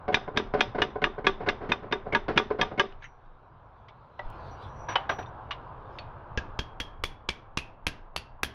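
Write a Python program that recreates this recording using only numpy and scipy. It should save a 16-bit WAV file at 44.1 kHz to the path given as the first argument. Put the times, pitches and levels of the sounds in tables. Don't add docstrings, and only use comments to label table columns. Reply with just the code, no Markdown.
import sys
import numpy as np
from scipy import signal
from scipy.fft import rfft, irfft, next_fast_len
from scipy.io import wavfile
from scipy.ndimage import uniform_filter1d

SR = 44100
rng = np.random.default_rng(int(sys.argv[2]) if len(sys.argv) > 2 else 0)


def file_out(sig):
    cols = np.atleast_2d(sig).T
    lim = np.clip(cols, -1, 1)
    pcm = np.round(lim * 32767).astype(np.int16)
    wavfile.write(sys.argv[1], SR, pcm)


N = 376613
SCENE_T = np.arange(N) / SR
T = np.arange(SR // 2) / SR
PUSH = -signal.gausspulse(T - .0012, fc=1500, bw=1.4)
SOCKET_TOP_MODE = (13850, 0, 0.15)  # f/Hz, level/dB, t60/s

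# f/Hz, level/dB
BLOW_SPECTRUM = [(35, -43), (60, -6.5), (256, 1.5), (389, -7), (803, -12), (1660, -6.5), (3340, -10),
                 (4750, -22), (6000, -28), (7570, -45.5), (12000, -60), (16000, -94.5)]
# f/Hz, level/dB
SOCKET_PEAKS = [(3600, 10), (5100, 10), (5900, 10), (10900, 8)]
# f/Hz, level/dB
RUSH_TILT = [(400, 3), (2000, -5.5), (6000, -11), (11000, -4)]
# f/Hz, level/dB, t60/s
HEAD_MODES = [(423.6, 2.5, 0.2), (586.5, 3.5, 0.13), (740.6, 2.5, 0.19), (1025, 5.5, 0.095),
              (1500, 4.5, 0.11), (2166, 9, 0.074)]
# t/s, level/dB, lead of the shot/s, its rush/dB, treble/dB, two loudest rings f/Hz, f/Hz
BLOW_HITS = [(0.145, -4, 0.022, -23.5, -3, 2360, 3774), (0.374, -5.5, 0.014, -24.5, -1, 1606, 3720),
             (0.6083, -5, 0.018, -26.5, 1.5, 2445, 3270), (0.82, -5.5, 0.021, -29.5, -3, 1757, 2890),
             (1.042, -5.5, 0.026, -22, -8.5, 1660, 2830), (1.269, -5, 0.026, -24.5, -1.5, 2470, 3340),
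             (1.489, -9, 0.027, -37, -2, 2120, 2780), (1.7196, -7.5, 0.03, -21.5, -6.5, 2490, 3614),
             (1.9258, -7.5, 0.014, -25, -12.5, 1657, 3640), (2.1501, -5.5, 0.027, -20.5, -9.5, 935, 1664),
             (2.377, -2.5, 0.018, -20.5, -1.5, 2420, 3370), (2.614, -6, 0.018, -29.5, -1, 1748, 3260),
             (2.797, -5.5, .021, -23.5, -1.5, 1606, 3010)]
def mallet_blows():
    x = np.zeros(N)
    for s, db, lead, rush_db, treble_db, *ring_hz in BLOW_HITS:
        tilt = [(300, -9.5), (2000, 0.0047), (8000, treble_db)]
        blow = strike(BLOW_SPECTRUM, tilt, COVER_MODES, rise=0.0018, crack_t60=0.018, body_db=-17,
                      body_t60=0.072, modes_db=-28, room_db=-35, peaks=SOCKET_PEAKS)
        add(x, s - .002, amp(db) * blow)
        add(x, s - .001, amp(db - 13) * clang(ring_hz, t60=.055))
        add(x, s, amp(db - 4.5) * PUSH)
        add(x, s, amp(db + 2 * treble_db - 65) * ring([SOCKET_TOP_MODE], scatter_db=0, detune=0.00092))
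        shot = strike(BLOW_SPECTRUM, RUSH_TILT, HEAD_MODES, rise=0.0088, crack_t60=0.082, body_db=-19,
                      body_t60=0.033, modes_db=-14.5, room_db=-40)
        add(x, s - lead, amp(rush_db) * shot)
    return x


# f/Hz, level/dB
THUD_SPECTRUM = [(47, -11), (80, -2), (444, 0.5), (1500, -11.5), (5140, -41.5), (8000, -78), (10400, -120)]
# t/s, level/dB, rise/s
SHOT_LANDINGS = [(0.08, -25, 0.0025), (0.278, -32, 0.00092), (0.335, -31, 0.031), (0.538, -22.5, 0.0013),
                 (0.568, -25, .023), (0.747, -26, 0.0051), (0.782, -23, 0.005), (0.956, -32, .0016),
                 (1.18, -31, 0.0056), (1.399, -27.5, 0.023), (1.462, -22.5, 0.0097), (1.605, -27, 0.036),
                 (1.821, -31, 0.025), (2.053, -31, 0.028), (2.282, -20.5, .005), (2.504, -26, 0.0021),
                 (2.586, -22.5, 0.016), (2.713, -32, 0.0029)]
def shot_thuds():
    x = np.zeros(N)
    for s, db, rise in SHOT_LANDINGS:
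        tilt = [(1000, 0.0081), (8000, 1.5 * (db + 28))]
        t60 = 0.075 + 5 * rise
        thud = strike(THUD_SPECTRUM, tilt, HEAD_MODES, rise=rise, crack_t60=t60, body_db=-9,
                      body_t60=t60 + .2, modes_db=-17, room_db=-23)
        add(x, s - .001, amp(db) * thud)
    return x


SEATING_S = 0.27
LOOSE_TAP, SEATED_TAP = (17.4, -30, 3), (7.5, 6.5, -8.5)  # bass/dB, treble/dB, thump/dB
# f/Hz, level/dB
TAP_SPECTRUM = [(24, -38), (40, 4.5), (257, -1.5), (815, -4.5), (2790, 4), (3250, 4.5), (3770, -1),
                (5100, -3.5), (6080, -6.5), (7620, -20), (11100, -25), (16200, -42)]
# t/s, level/dB, socket ring f/Hz, ring over tap/dB, second ring f/Hz, top treble/dB, shimmer/dB
TAP_HITS = [(6.3744, -27.5, 1640, -1.5, 2640, -18, -84), (6.59, -26, 3250, -6, 1610, 11.5, -64),
            (6.8007, -26, 3250, -3, 1720, 5, -58.5), (7.0375, -23, 3380, -8.5, 2320, 4.5, -50),
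            (7.2885, -22, 2280, -9.5, 3385, -24, -59), (7.5726, -21.5, 2665, -7.5, 2546, -8.5, -56),
            (7.867, -19.5, 2700, -18.5, 1597, 0.5, -58), (8.162, -23.5, 2710, -10, 4560, 1, -57),
            (8.4316, -19, 3280, -14, 1650, 10, -52)]
def hammer_taps():
    x = np.zeros(N)
    thump = -np.sin(2 * np.pi * 65 * T) * decay(0.12)
    ring_fade = (decay(0.078) + amp(-18.5) * decay(0.38)) * onset(0.00088)
    for s, db, ring_hz, ring_db, second_hz, top_db, shimmer_db in TAP_HITS:
        loose = np.exp(-(s - TAP_HITS[0][0]) / SEATING_S)
        bass_db, treble_db, thump_db = loose * np.array(LOOSE_TAP) + (1 - loose) * np.array(SEATED_TAP)
        tilt = [(300, bass_db), (2000, 0), (6900, 0.005), (9000, treble_db), (14000, treble_db + top_db)]
        tap = strike(TAP_SPECTRUM, tilt, COVER_MODES, rise=0.00075, crack_t60=0.029, body_db=-6,
                     body_t60=0.078, modes_db=-np.inf, room_db=-22.5,
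                     peaks=[(second_hz, 6), (11000, 6.5)])
        add(x, s - .0005, amp(db) * tap)
        add(x, s, amp(db - 13) * clang([ring_hz, second_hz], t60=.045))
        rough_ring = filtered(rng.standard_normal(len(T)), lambda f: resonance(f, ring_hz, width_hz=150))
        add(x, s, amp(db + ring_db) * ring_fade * unit(rough_ring))
        add(x, s, amp(shimmer_db) * steel_shimmer())
        add(x, s, amp(shimmer_db - 18) * ring([SOCKET_TOP_MODE], scatter_db=4, detune=.002))
        add(x, s, amp(db + 5) * PUSH)
        add(x, s, amp(db + thump_db) * thump)
    return x


# f/Hz, level/dB
STEEL_BANDS = [(4400, 6), (5250, 8), (5870, 5), (6600, 3), (9100, 0), (10300, 1), (11100, 3), (12000, -5),
               (13200, -11)]
def steel_shimmer():
    bands = [(hz * rng.normal(1, .015), db + rng.normal(0, 4)) for hz, db in STEEL_BANDS]
    response = lambda f: sum(amp(db) * resonance(f, hz, width_hz=670) for hz, db in bands)
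    return unit(filtered(rng.standard_normal(len(T)), response)) * decay(0.19) * onset(0.0035)


# f/Hz, level/dB
CLINK_SPECTRUM = [(88, -62), (150, -16.5), (514, -2), (820, 11), (1700, 4.5), (2350, 0), (3720, -4),
                  (4320, -14), (5930, -26), (7150, -44.5), (13000, -82)]
# t/s, level/dB, low and middle weight/dB, t60/s, two loudest rings f/Hz, f/Hz
CLINK_HITS = [(2.923, -41, -12, 0.041, 1354, 2930), (3.022, -40, -8, 0.15, 1670, 2210),
              (3.884, -35.5, -17, 0.075, 2240, 3520), (4.193, -27, 0, 0.036, 590, 1950),
              (4.885, -28, 2, 0.31, 977, 1630), (4.956, -10, -2.5, 0.062, 785, 2996),
              (5.093, -19, 2, 0.14, 743, 1597), (5.186, -32.5, 5, 0.15, 730, 1626),
              (5.225, -35, -21, 0.051, 2570, 2350), (5.26, -39, -14, 0.033, 3640, 1630),
              (5.509, -18, -11.5, 0.097, 1160, 2900), (5.987, -19.5, -25, 0.038, 2480, 4410)]
def socket_clinks():
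    x = np.zeros(N)
    for s, db, weight_db, t60, *ring_hz in CLINK_HITS:
        tilt = [(300, 8.5 + 2.8 * weight_db), (900, weight_db), (3000, 0.00052), (8000, 3)]
        clink = strike(CLINK_SPECTRUM, tilt, COVER_MODES, rise=t60 / 35, crack_t60=t60 / 3, body_db=-7,
                       body_t60=t60, modes_db=-34, room_db=-27, peaks=[(hz, 6) for hz in ring_hz])
        add(x, s - .001, amp(db) * clink)
        add(x, s, amp(db + weight_db / 2 - 5) * clang(ring_hz, t60=.065))
    return x


# f/Hz, level/dB, t60/s
COVER_MODES = [(215, -8.5, 0.34), (389.8, 5.5, 0.24), (433, 0, 0.17), (579, 3, 0.18), (751, 2.5, 0.19),
               (934, 10, 0.11), (1174, 7, 0.13), (1470, 2, 0.097), (1668, 11.5, 0.045), (2044, -3, 0.085),
               (2516, 5.5, 0.053)]
# f/Hz, t60/s
GARAGE_DECAY = [(100, 0.54), (500, 0.86), (2500, 0.33), (6000, 0.25), (10000, 0.13), (15000, 0.11)]
def strike(spectrum, tilt, modes, rise, crack_t60, body_db, body_t60, modes_db, room_db, peaks=()):
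    noise = rng.standard_normal((3, len(T)))
    crack = noise[0] * decay(crack_t60)
    body = noise[1] * amp(body_db) * decay(body_t60)
    hz, t, bins = signal.stft(noise[2], SR, nperseg=256)
    room_fade = amp(room_db - 60 * t / along(GARAGE_DECAY, hz)[:, None])
    tail = signal.istft(bins * room_fade, SR, nperseg=256)[1][:len(T)]
    peaks = [(c, db + rng.normal(0, 2.5)) for c, db in peaks]
    metal = lambda f: 1 + sum(amp(db) * resonance(f, c, width_hz=.06 * c) for c, db in peaks)
    chatter = .8 + .55 * unit(uniform_filter1d(noise[0], size=350))
    ringing = amp(modes_db) * chatter * ring(modes, scatter_db=3, detune=.008)
    contact = (crack + filtered(body + tail, metal) + ringing) * (1 - np.exp(-T / rise))
    coloured = filtered(contact, lambda f: amp(along(spectrum, f) + along(tilt, f)))
    spectrum_rms = np.sqrt(np.mean(amp(2 * along(spectrum, np.linspace(0, SR / 2, num=500)))))
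    return coloured * onset(0.0013) / spectrum_rms


def ring(modes, scatter_db, detune):
    x = np.zeros(len(T))
    for hz, db, t60 in modes:
        fade = amp(db + rng.normal(0, scatter_db)) * decay(t60)
        x += fade * np.sin(2 * np.pi * (hz * rng.normal(1, detune) * T + rng.random()))
    return x * (1 - np.exp(-T / 0.0021))


def clang(ring_hz, t60):
    return ring([(hz, 0, t60) for hz in ring_hz], scatter_db=1.5, detune=.003)


DAMPED_T60 = 0.039
# f/Hz, level/dB, t60/s
BAR_MODES = [(5820, 0, .32), (14550, -26, .3)]
# t/s, level/dB, free time/s, upper mode over lower/dB
BAR_HITS = [(3.05, -66, 0.14, -30), (4.51, -60, 0.045, -24), (4.886, -44.5, 0.052, -30),
            (4.972, -71, 0.13, -6), (5.093, -50, 0.11, -20), (5.185, -55, 0.055, -17),
            (5.26, -67.5, 0.034, -32)]
def bar_pings():
    x = np.zeros(N)
    lower_mode, (upper_hz, _, upper_t60) = BAR_MODES
    for s, db, free_s, upper_db in BAR_HITS:
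        ping = ring([lower_mode, (upper_hz, upper_db, upper_t60)], scatter_db=1.5, detune=0)
        damping_db = 60 * np.maximum(T - free_s, 0) / DAMPED_T60
        add(x, s, amp(db - damping_db) * ping)
    return x


# f/Hz, level/dB
SCRAPE_SPECTRUM = [(600, -56), (1200, 5), (1670, 7.5), (2300, 8), (3200, -2.5), (4500, -28), (6300, -16.5),
                   (7500, -51)]
# loudest t/s, level/dB, rise/s, fall/s
SLIDES = [(3.045, -38, 0.025, 0.035), (4.93, -43, 0.063, 0.037)]
def socket_scrapes():
    return swells(SLIDES) * patchy_noise(SCRAPE_SPECTRUM, patchy_db=-6)


# f/Hz, level/dB
GLOVE_SPECTRUM = [(1200, -64), (2200, -3), (3600, 0.5), (5500, -14), (7500, -30), (12600, -34),
                  (14000, -49)]
# loudest t/s, level/dB, rise/s, fall/s
GLOVE_SWELLS = [(4.5, -64, 0.4, 0.2), (4.63, -58, 0.044, 0.071), (6.0, -67.5, .25, 0.087)]
# loudest t/s, level/dB, rise/s, fall/s
BAR_SWELLS = [(4.8, -66, 0.17, 0.19)]
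def tool_handling():
    handling = (SCENE_T > 2.95) & (SCENE_T < 5.7)
    rustle_gain = amp(-83.5) * handling + swells(GLOVE_SWELLS)
    rustle = rustle_gain * patchy_noise(GLOVE_SPECTRUM, patchy_db=4.5)
    singing = filtered(rng.standard_normal(N), lambda f: 1 / (10 + 1j * (f - BAR_MODES[0][0])))
    return rustle + swells(BAR_SWELLS) * unit(singing)


def cut_click():
    return amp(-40) * signal.unit_impulse(N, round(4.3025 * SR))


# f/Hz, level/dB
THROB_SPECTRUM = [(8, 4.5), (22, 22), (45, 1.5), (70, -58), (200, -130)]
RUMBLE_SPECTRUM = [(24, -31.5), (40, -3.5), (118, -0.5), (183, -15), (263, -16), (450, -31.5), (580, -56.5),
                   (990, -120)]
HISS_SPECTRUM = [(180, -47.5), (300, -6.5), (519, -2), (1030, 2.5), (1660, -11), (1840, -20), (2700, -25.5),
                 (3640, -32), (7080, -59), (12700, -64), (16000, -65.5)]
# t/s, throb level/dB, rumble and hiss level/dB
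BACKGROUND_LEVELS = [(0, -44, -49.5), (2.75, -48, -52), (2.95, -47.5, -57), (3.4, -62, -58),
                     (4.17, -73, -55), (4.27, -36.5, -49), (4.33, -57.5, -45.5), (6.3, -54, -48.5),
                     (6.5, -46, -48), (7.2, -45.5, -55.5), (8.54, -48.5, -57.5)]
def background():
    times, *levels = np.transpose(BACKGROUND_LEVELS)
    throb_db, level_db = [np.interp(SCENE_T, times, db) for db in levels]
    throb = patchy_noise(THROB_SPECTRUM, patchy_db=3)
    rumble = patchy_noise(RUMBLE_SPECTRUM, patchy_db=1.5)
    hiss = amp(0.65) * patchy_noise(HISS_SPECTRUM, patchy_db=1.2)
    return amp(throb_db) * throb + amp(level_db) * (rumble + hiss)


def patchy_noise(spectrum, patchy_db):
    bins = signal.stft(rng.standard_normal(N), nperseg=512)[2]
    patches = uniform_filter1d(rng.standard_normal(bins.shape), size=5, axis=0)
    patches = uniform_filter1d(patches, size=12, axis=1)
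    x = signal.istft(bins * amp(patchy_db * unit(patches)), nperseg=512)[1][:N]
    return unit(filtered(x, lambda hz: amp(along(spectrum, hz))))


def swells(rows):
    return sum(amp(db - 20 * np.maximum((s - SCENE_T) / rise, (SCENE_T - s) / fall))
               for s, db, rise, fall in rows)


def amp(db):
    return 10 ** (np.asarray(db) / 20)


def unit(x):
    return x / np.sqrt(np.mean(x ** 2) + 1e-20)


def decay(t60):
    return amp(-60 * T / t60)


def onset(rise_s):
    return np.clip(T / rise_s, 0, 1)


def resonance(f, centre_hz, width_hz):
    return 1 / (1 + (2 * (f - centre_hz) / width_hz) ** 2)


def along(points, hz):
    f, values = np.transpose(points)
    return np.interp(np.log(hz + 1), np.log(f + 1), values)


def filtered(x, response):
    size = next_fast_len(x.shape[-1] + 4096)
    return irfft(rfft(x, size) * response(np.fft.rfftfreq(size, 1 / SR)), size)[..., :x.shape[-1]]


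def add(track, s, sound):
    part = track[round(s * SR):][:len(sound)]
    part += sound[:len(part)]


def scene():
    mallet = mallet_blows() + shot_thuds()
    resetting = socket_clinks() + bar_pings() + socket_scrapes()
    return (mallet + resetting + hammer_taps() + tool_handling() + cut_click() + background())[None]


DUCK_DB, DUCK_DELAY_S, TOP_HZ = -26, .007, 16300
def record(dry):
    treble = np.diff(dry[0], prepend=0)
    energy = np.cumsum(np.pad(treble ** 2, (1200, 0)))
    power_now = (energy[1200:] - energy[1040:-160]) / 160
    power_before = (energy[1040:-160] - energy[:-1200]) / 1040
    rise_db = 10 * np.log10((power_now + 1e-9) / (power_before + 3e-7))
    duck = uniform_filter1d(np.clip((rise_db - 23) / 4, 0, 1), size=110)
    late_duck = np.interp(SCENE_T - DUCK_DELAY_S, SCENE_T, duck)
    return filtered(dry * amp(DUCK_DB * late_duck), lambda hz: hz < TOP_HZ)


dry = scene()
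out = record(dry)
file_out(out)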